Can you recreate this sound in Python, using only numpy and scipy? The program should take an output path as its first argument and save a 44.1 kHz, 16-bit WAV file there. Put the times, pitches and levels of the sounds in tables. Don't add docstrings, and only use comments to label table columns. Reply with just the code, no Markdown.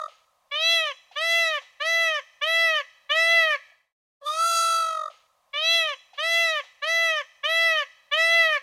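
import sys
import numpy as np
from scipy import signal
from scipy.fft import rfft, irfft
from scipy.io import wavfile
from scipy.ndimage import uniform_filter1d

SR = 44100
rng = np.random.default_rng(int(sys.argv[2]) if len(sys.argv) > 2 else 0)


def store_wav(level_fs):
    pcm = np.round(np.clip(np.atleast_2d(level_fs), -1, 1) * 32767)
    wavfile.write(sys.argv[1], SR, pcm.T.astype(np.int16))


def voltage_ratio(decibels):
    exponent = np.asarray(decibels, float) / 20
    return 10 ** exponent


N = 380141
ROUND = round(5.02 * SR)
SPAN = ROUND + SR // 4


def in_time(rows, size=SPAN):
    s, *columns = np.transpose(rows)
    return [np.interp(np.arange(size) / SR, s, c) for c in columns]


def at_hz(points, hz):
    table_hz, db = np.transpose(points)
    return np.interp(np.log(hz), np.log(table_hz), db)


def drift(rate_hz, shape):
    r = np.exp(-2 * np.pi * rate_hz / SR)
    settle = 4000
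    white = rng.standard_normal((shape[0], shape[1] + settle))
    slow = signal.lfilter([1], [1, -2 * r, r * r], white)[:, settle:]
    return slow / slow.std()


def coloured(spectrum, shape):
    hz = np.arange(shape[-1] // 2 + 1) * SR / shape[-1] + 1
    noise = irfft(rfft(rng.standard_normal(shape)) * voltage_ratio(at_hz(spectrum, hz)), shape[-1])
    return noise / noise.std()


# frequency in Hz, level in dB per Hz.
FLOOR_COLOUR = [(260, -63), (450, -16.5), (553, -8), (937, -12), (1070, -5), (1350, -20), (1900, -20),
                (15000, -32)]


def far_hiss():
    mid, side = coloured(FLOOR_COLOUR, (2, ROUND))
    return voltage_ratio(-51.5 - 17.0) * (mid + voltage_ratio(-21.0) * side * [[1], [-1]])


def rumble():
    low = voltage_ratio(-88.5) * drift(207, (2, ROUND))
    return low[0] + voltage_ratio(-10) * low


def cry(rows, close, lone, odd, odd_spectrum, throat, bright, dull_db, jitter_hz, shimmer_db,
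        air, air_db, size, flutter=None):
    closing = np.append(close, 0) * [1, -1, -1, -1, -1, -1, -1, 0]
    rows = list(rows) + [np.array(rows[-1]) + closing]
    a, b = round(rows[0][0] * SR), round(rows[-1][0] * SR)
    hz, first_db, lone_db, throat_db, bright_db, tilt_db, odd_db = [c[a:b] for c in in_time(rows)]
    hz = uniform_filter1d(hz, size=700)
    slack = np.maximum(672 - hz, 0) / 100
    k = np.arange(1, 26)[:, None]

    hz = hz + jitter_hz * (.35 + 4 * slack) * drift(60, (1, size))[0, :b - a]
    slow = drift(8, (len(k), size))[:, :b - a]
    rough = drift(110, (len(k), size))[:, :b - a]
    wander = slow + 1.3 * np.minimum(slack, .7) * rough
    shimmer_db = shimmer_db * np.minimum(k - 1, 7) * .6 * wander
    start, lag = rng.uniform(0, 2 * np.pi, (2, len(k), 1))
    beat = 1
    if flutter is not None:
        beat, swing_hz, angle = [c[a:b] for c in flutter]
        hz = hz + swing_hz
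        shimmer_db = shimmer_db + 2.2 * (k > 2) * np.cos(angle + lag)

    band_edge_hz = 4350
    partial_hz = k * hz
    upper = np.clip((partial_hz - band_edge_hz) / 200 + .5, 0, 1)
    octaves_up = np.log2(np.maximum(partial_hz / band_edge_hz, 1))
    mid_db = at_hz(throat, partial_hz) + tilt_db * np.log2(partial_hz / 3200)
    mid = (k > 3) * np.where(k > 6, .3, 1) * (1 - upper) * voltage_ratio(mid_db)
    top_db = at_hz(bright, partial_hz) - dull_db * slack * octaves_up
    top = upper * voltage_ratio(top_db) * (partial_hz < 16000)
    level = voltage_ratio(throat_db) * mid / np.linalg.norm(mid, axis=0)
    level = level + voltage_ratio(bright_db) * top / np.linalg.norm(top, axis=0)

    level[0] = voltage_ratio(first_db)
    level[lone - 1] = voltage_ratio(lone_db)
    level[odd - 1] = voltage_ratio(first_db + odd_db + at_hz(odd_spectrum, odd * hz))
    level[1:] *= beat
    level[0] *= .4 + .6 * beat

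    turns = np.cumsum(hz) / SR
    waves = np.sin(2 * np.pi * k * turns + start)
    voice = np.sqrt(2) * np.sum(level * voltage_ratio(shimmer_db) * waves, axis=0)
    hiss_db = bright_db + air_db + 32 * np.minimum(slack, .8)
    hiss = coloured(air, (size,))[:b - a] * voltage_ratio(hiss_db)
    ramp = np.arange(b - a)
    edge = np.clip(np.minimum(ramp, ramp[::-1]) / (.003 * SR), 0, 1) ** 1.5
    out = np.zeros(SPAN)
    out[a:b] = (voice + hiss * beat) * edge
    return out


# start in seconds, length in seconds, top pitch in Hz,
# creep up to the top in Hz, level of the first partial in dB.
SHORT_CRIES = [
    (0.509, 0.41, 670.4, 33, -33),
    (1.154, 0.432, 671, 8.7, -31.5),
    (1.796, .401, 665, 0.37, -31),
    (2.409, 0.4045, 664.5, 9, -30),
    (3.09, .469, 670, 22.4, -28.5),
]
# pitch in Hz, first partial in dB, then against it third partial,
# throat band and bright band in dB.
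SHORT_BY_PITCH = [(522, -12, 1, 5.3, -10.5), (575, -6, 5.5, 2.4, -17.5), (594, -4, 7, 5.2, -14),
                  (631, -2, 4, 1.7, -16), (647.6, 0.4, 7, 1.4, -14.5), (673, 0.5, 10.5, 3.7, -11.5)]


def short_controls(start_s, length_s, top_hz, creep_hz, level_db):
    u = np.linspace(0, 1, 80)
    t = u * length_s
    first_start_s = SHORT_CRIES[0][0]
    beak = max(1 - (start_s - first_start_s) / 2.9, 0)
    cold = start_s == first_start_s
    start_hz, climb_s, knee_s, top_share = 555.1, .064 + .055 * cold, .017, 0.52
    rising = u < top_share
    sag = np.maximum(u - top_share, 0) / (1 - top_share)

    climb = np.logaddexp(0, (climb_s - t) / knee_s)
    hz = top_hz - (top_hz - creep_hz - start_hz) * climb / climb[0]
    hz = hz - creep_hz * np.maximum(1 - u / top_share, 0) ** 1.03
    hz = hz - (105 + 21.6 * cold) * sag ** 1.95
    hz = hz - 26 * np.exp((t - length_s) / 0.0037)

    at, *columns = np.transpose(SHORT_BY_PITCH)
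    first, third, throat, bright = [np.interp(hz, at, c) for c in columns]
    attack = np.maximum(1 - t / .009, 0)
    taut = np.clip((hz - 600) / 60, 0, 1)
    first = level_db + first - 23.5 * attack + 3.5 * beak * (u - .5)
    second = -4 * np.exp(-((u - 0.34) / 0.09) ** 2)
    third = third - 5 * beak ** 3.0 + 1 * np.sqrt(beak) * (u - .5)
    third = third + rising * -5 * np.exp(-((hz - 624.7) / 26) ** 2)
    throat = throat + 9.5 * beak ** 7.2 * (0.22 + 0.62 * taut)
    throat = throat + 4.5 * rising * (1 - taut)
    bright = bright + 6 * beak * taut - 28.5 * attack
    tilt = 1 + 21.5 * beak * (.4 + 0.21 * taut) - 10 * u
    return np.transpose([start_s + t, hz, first, first + third, first + throat, first + bright, tilt, second])


# length in seconds, pitch fall in Hz, then falls in dB of
# first partial, third partial, throat band and bright band, and of the tilt in dB per octave.
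SHORT_CLOSE = (0.011, 46, 18, 23, 7.9, 21, 1.5)
# frequency in Hz, level in dB.
SHORT_SECOND = [(1000, 3.5), (1180, 4), (1260, -1.2), (1335, -5)]
# frequency in Hz, level in dB.
SHORT_THROAT = [(2000, -4), (2250, 8.5), (2450, -8.5), (2650, 4.5), (2850, 0), (3050, 0.5), (3230, -5),
                (3340, 2.5), (3700, -14.5), (3980, 0.5), (4250, -18)]
# frequency in Hz, level in dB.
SHORT_BRIGHT = [(4250, 18), (4500, -3), (4750, -4), (5300, -4.5), (5650, -7.5), (5980, 0.4), (6650, -11.5),
                (7300, -13), (8000, -19), (8650, -10), (9300, -16), (10600, -13), (12500, -15),
                (15500, -27.5)]
# frequency in Hz, level in dB.
SHORT_AIR = [(1500, -45.5), (3200, -27), (4600, 3.5), (6500, 0.5), (9000, -28.5), (11500, -7.5),
             (15000, -23.5), (17000, -41)]


def short_cries():
    return sum(cry(short_controls(*row), SHORT_CLOSE, 3, 2, SHORT_SECOND, SHORT_THROAT, SHORT_BRIGHT,
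                   dull_db=13.5, jitter_hz=0.74, shimmer_db=0.88, air=SHORT_AIR, air_db=-31, size=24000)
               for row in SHORT_CRIES)


# frequency in Hz, level in dB.
TAIL = [(500, -40.5), (1000, -39), (2000, -27), (3000, -31), (4500, -21), (6500, -28), (9000, -35.5),
        (15000, -37.5)]
# frequency in Hz, time to fall 60 dB in seconds.
TAIL_T60 = [(500, 1.3), (1300, 1.3), (2500, 1.1), (5000, 1.05), (12000, .7)]
# frequency in Hz, level in dB.
EARLY = [(500, -42), (1300, -29), (2500, -22.5), (4000, -32), (6500, -10), (12000, -28)]
# delay in seconds, level in dB.
ECHOES = [(0.019, -17), (0.034, -25), (0.057, -35.5)]


def garden(x):
    t, early, late = np.arange(SR * 3 // 2) / SR, 0, 0
    early_t60 = 0.84
    white = rng.standard_normal((2, 2, len(t)))
    edges = 400 * 2 ** np.arange(0, 5.4, 1 / 3)
    for i, (low, high) in enumerate(zip(edges, edges[1:])):
        hz = np.sqrt(low * high)
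        t60 = at_hz(TAIL_T60, hz)
        band_pass = signal.butter(2, [low, high], "band", fs=SR, output="sos")
        band = signal.sosfilt(band_pass, white[i % 2])
        late = late + band[0] * voltage_ratio(at_hz(TAIL, hz) - 60 * t / t60) / np.sqrt(t60)
        early = early + band[1] * voltage_ratio(at_hz(EARLY, hz))
    unit = np.sqrt(6 * np.log(10) / SR)
    late = late * unit * np.clip(t / 0.049, 0, 1)
    early = early * unit / np.sqrt(early_t60) * voltage_ratio(-60 * t / early_t60) * np.clip(t / .008, 0, 1)
    for delay_s, echo_db in ECHOES:
        early[round(delay_s * SR)] += voltage_ratio(echo_db)
    stirred = x * (.75 + .6 * drift(22, (1, ROUND))[0])
    return irfft(rfft(x) * rfft(early, ROUND) + rfft(stirred) * rfft(late, ROUND), ROUND)


# time in seconds, peak in dB, ring in Hz, puff in dB against the ring,
# puff decay in seconds.
GULPS = [
    (1.114, -35, 754, -18, 0.17),
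    (1.616, -40, 694, -7, 0.036),
    (2.225, -62.5, 650, -12, 0.11),
    (3.72, -47, 674, -31, 0.1),
    (5.101, -31.5, 613.5, -21, 0.082),
    (5.184, -57, 590, -23, 0.11),
]


def gulps():
    out, t = np.zeros(SPAN), np.arange(11000) / SR
    puff_colour = [(500, -6.5), (1500, -11.5), (3000, -2.5), (5000, -13), (9000, -32.5), (16000, -43.5)]
    puffs = coloured(puff_colour, (len(GULPS), len(t)))
    for (s, peak_db, hz, puff_db, puff_s), puff in zip(GULPS, puffs):
        ring = np.sin(2 * np.pi * hz * t * (1.1 - 9 * t)) * t / 0.0073 * np.exp(1 - t / 0.0027)
        breath = voltage_ratio(puff_db) * puff * np.exp(-t / puff_s) * np.minimum(t / 0.0065, 1)
        at = round((s - .002) * SR)
        out[at:at + len(t)] += voltage_ratio(peak_db) * (ring + breath)[:SPAN - at]
    return out


def flutter():
    t = np.arange(SPAN) / SR
    peak_s, growth_s, snap_s = 5.0605, .105, 0.0097
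    per_s = np.clip(58 - 17.2 * (t - 4.3), 46.2, 58)
    breaking = np.exp((t - peak_s) / growth_s)
    snap = 0.29 * np.minimum(breaking, 2) ** (growth_s / snap_s)
    depth = .07 + 1.1 * breaking + snap
    swing_hz = 6 + 4.9 * np.minimum(breaking, 1)
    turns = np.cumsum(per_s) / SR
    angle = 2 * np.pi * (turns - turns[round(peak_s * SR)])
    wave = np.cos(angle) + .25 * np.cos(2 * angle)
    beat = (1 + depth * wave) / np.sqrt(1 + depth ** 2 / 2)
    return beat, swing_hz * np.sin(angle + 0.13), angle


# time in seconds, pitch in Hz, effort in dB.
LONG_CRY = [
    (4.205, 573, -74),
    (4.245, 555, -38),
    (4.269, 590, -22.5),
    (4.4, 661, -6),
    (4.477, 674.4, -3),
    (4.571, 667.2, 0.5),
    (4.777, 662.7, -6),
    (4.913, 646.3, -19),
    (5.06, 616.2, -35),
]
# level at full effort in dB (tilt in dB per octave), share of the effort followed.
LONG_FOLLOWS = [(-36, .16), (-21, 0.29), (-31, 0.61), (-29, 0.95), (-8, -0.85)]
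# pitch in Hz, second partial in dB, throat band in dB.
LONG_CLIMB = [(560, -15, -4.5), (590, 1, 14), (607, 1.5, 6), (640, -10, 0), (644, -3, -4), (668, 3, -2)]


def long_controls():
    s, hz, effort = np.transpose(LONG_CRY)
    t = np.linspace(s[0], s[-1], 200)
    rising = t < s[np.argmax(hz)]
    hz, effort = np.interp(t, s, hz), np.interp(t, s, effort)
    attack = -24.5 * np.maximum(1 - (t - s[0]) / 0.017, 0)
    first, second, throat, bright, tilt = [full + share * effort for full, share in LONG_FOLLOWS]
    at, second_db, throat_db = np.transpose(LONG_CLIMB)
    second = second + rising * np.interp(hz, at, second_db)
    throat = throat + rising * np.interp(hz, at, throat_db)
    return np.transpose([t, hz, first + attack, second + attack, throat + attack, bright, tilt, 0 * t])


# length in seconds, pitch fall in Hz, then falls in dB of
# first partial, second partial, throat band and bright band, and of the tilt in dB per octave.
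LONG_CLOSE = (0.03, 9.6, 5.9, 3.8, 7.6, 5, 1.5)
# frequency in Hz, level in dB.
LONG_THIRD = [(1650, -21), (1850, -12.5), (2020, -9)]
# frequency in Hz, level in dB.
LONG_THROAT = [(2000, -14.5), (2500, -4.5), (2690, -2), (3100, -13), (3360, 2.5), (3650, 9), (3850, -10),
               (4040, 6), (4250, -14)]
# frequency in Hz, level in dB.
LONG_BRIGHT = [(4250, -4.5), (4700, 0.8), (5350, -10.5), (6050, -2.5), (6720, -0.3), (7350, -13),
               (8050, -10.5), (8700, -3), (9400, -5), (10100, -6.5), (11000, -11), (12500, -17.5),
               (15500, -23.5)]
# frequency in Hz, level in dB.
LONG_AIR = [(1500, -55.5), (3200, -5.5), (5000, -7.5), (6300, -2), (7400, -9.5), (9500, -4.5), (13000, -12),
            (17000, -40)]


def long_cry():
    return cry(long_controls(), LONG_CLOSE, 2, 3, LONG_THIRD, LONG_THROAT, LONG_BRIGHT, dull_db=20,
               jitter_hz=2.2, shimmer_db=0.45, air=LONG_AIR, air_db=-22, size=42000, flutter=flutter())


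def sides_apart(x):
    hz = np.arange(ROUND // 2 + 1) * SR / ROUND + 1
    phase_db = at_hz([(600, -34), (1300, -38.5), (5000, -47), (7000, -31), (15000, -27)], hz)
    lean = voltage_ratio(-40) + 1j * voltage_ratio(phase_db)
    return x - irfft(rfft(x) * lean, ROUND) * [[1], [-1]]


# time in seconds, level in dB.
FADE = [
    (0, -1),
    (3.7, -0.5),
    (3.85, -10.5),
    (3.92, -22),
    (3.96, -70),
    (4.19, -66),
    (4.215, -1),
]


def scene():
    bird = short_cries() + gulps() + long_cry()
    once = bird[:ROUND] + np.pad(bird[ROUND:], (0, 2 * ROUND - SPAN))
    heard = sides_apart(once) + garden(once) + far_hiss()
    bass_cut = signal.butter(8, 498, "high", fs=SR, output="sos")
    heard = signal.sosfilt(bass_cut, np.tile(heard, 2))[:, ROUND:]
    fade = voltage_ratio(in_time(FADE, size=ROUND)[0])
    return np.tile((heard + rumble()) * fade, 2)[:, :N]


def low_pass(x):
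    return signal.sosfilt(signal.butter(12, 15720, fs=SR, output="sos"), x)


def record(dry):
    return low_pass(dry)


dry = scene()
out = record(dry)
store_wav(out)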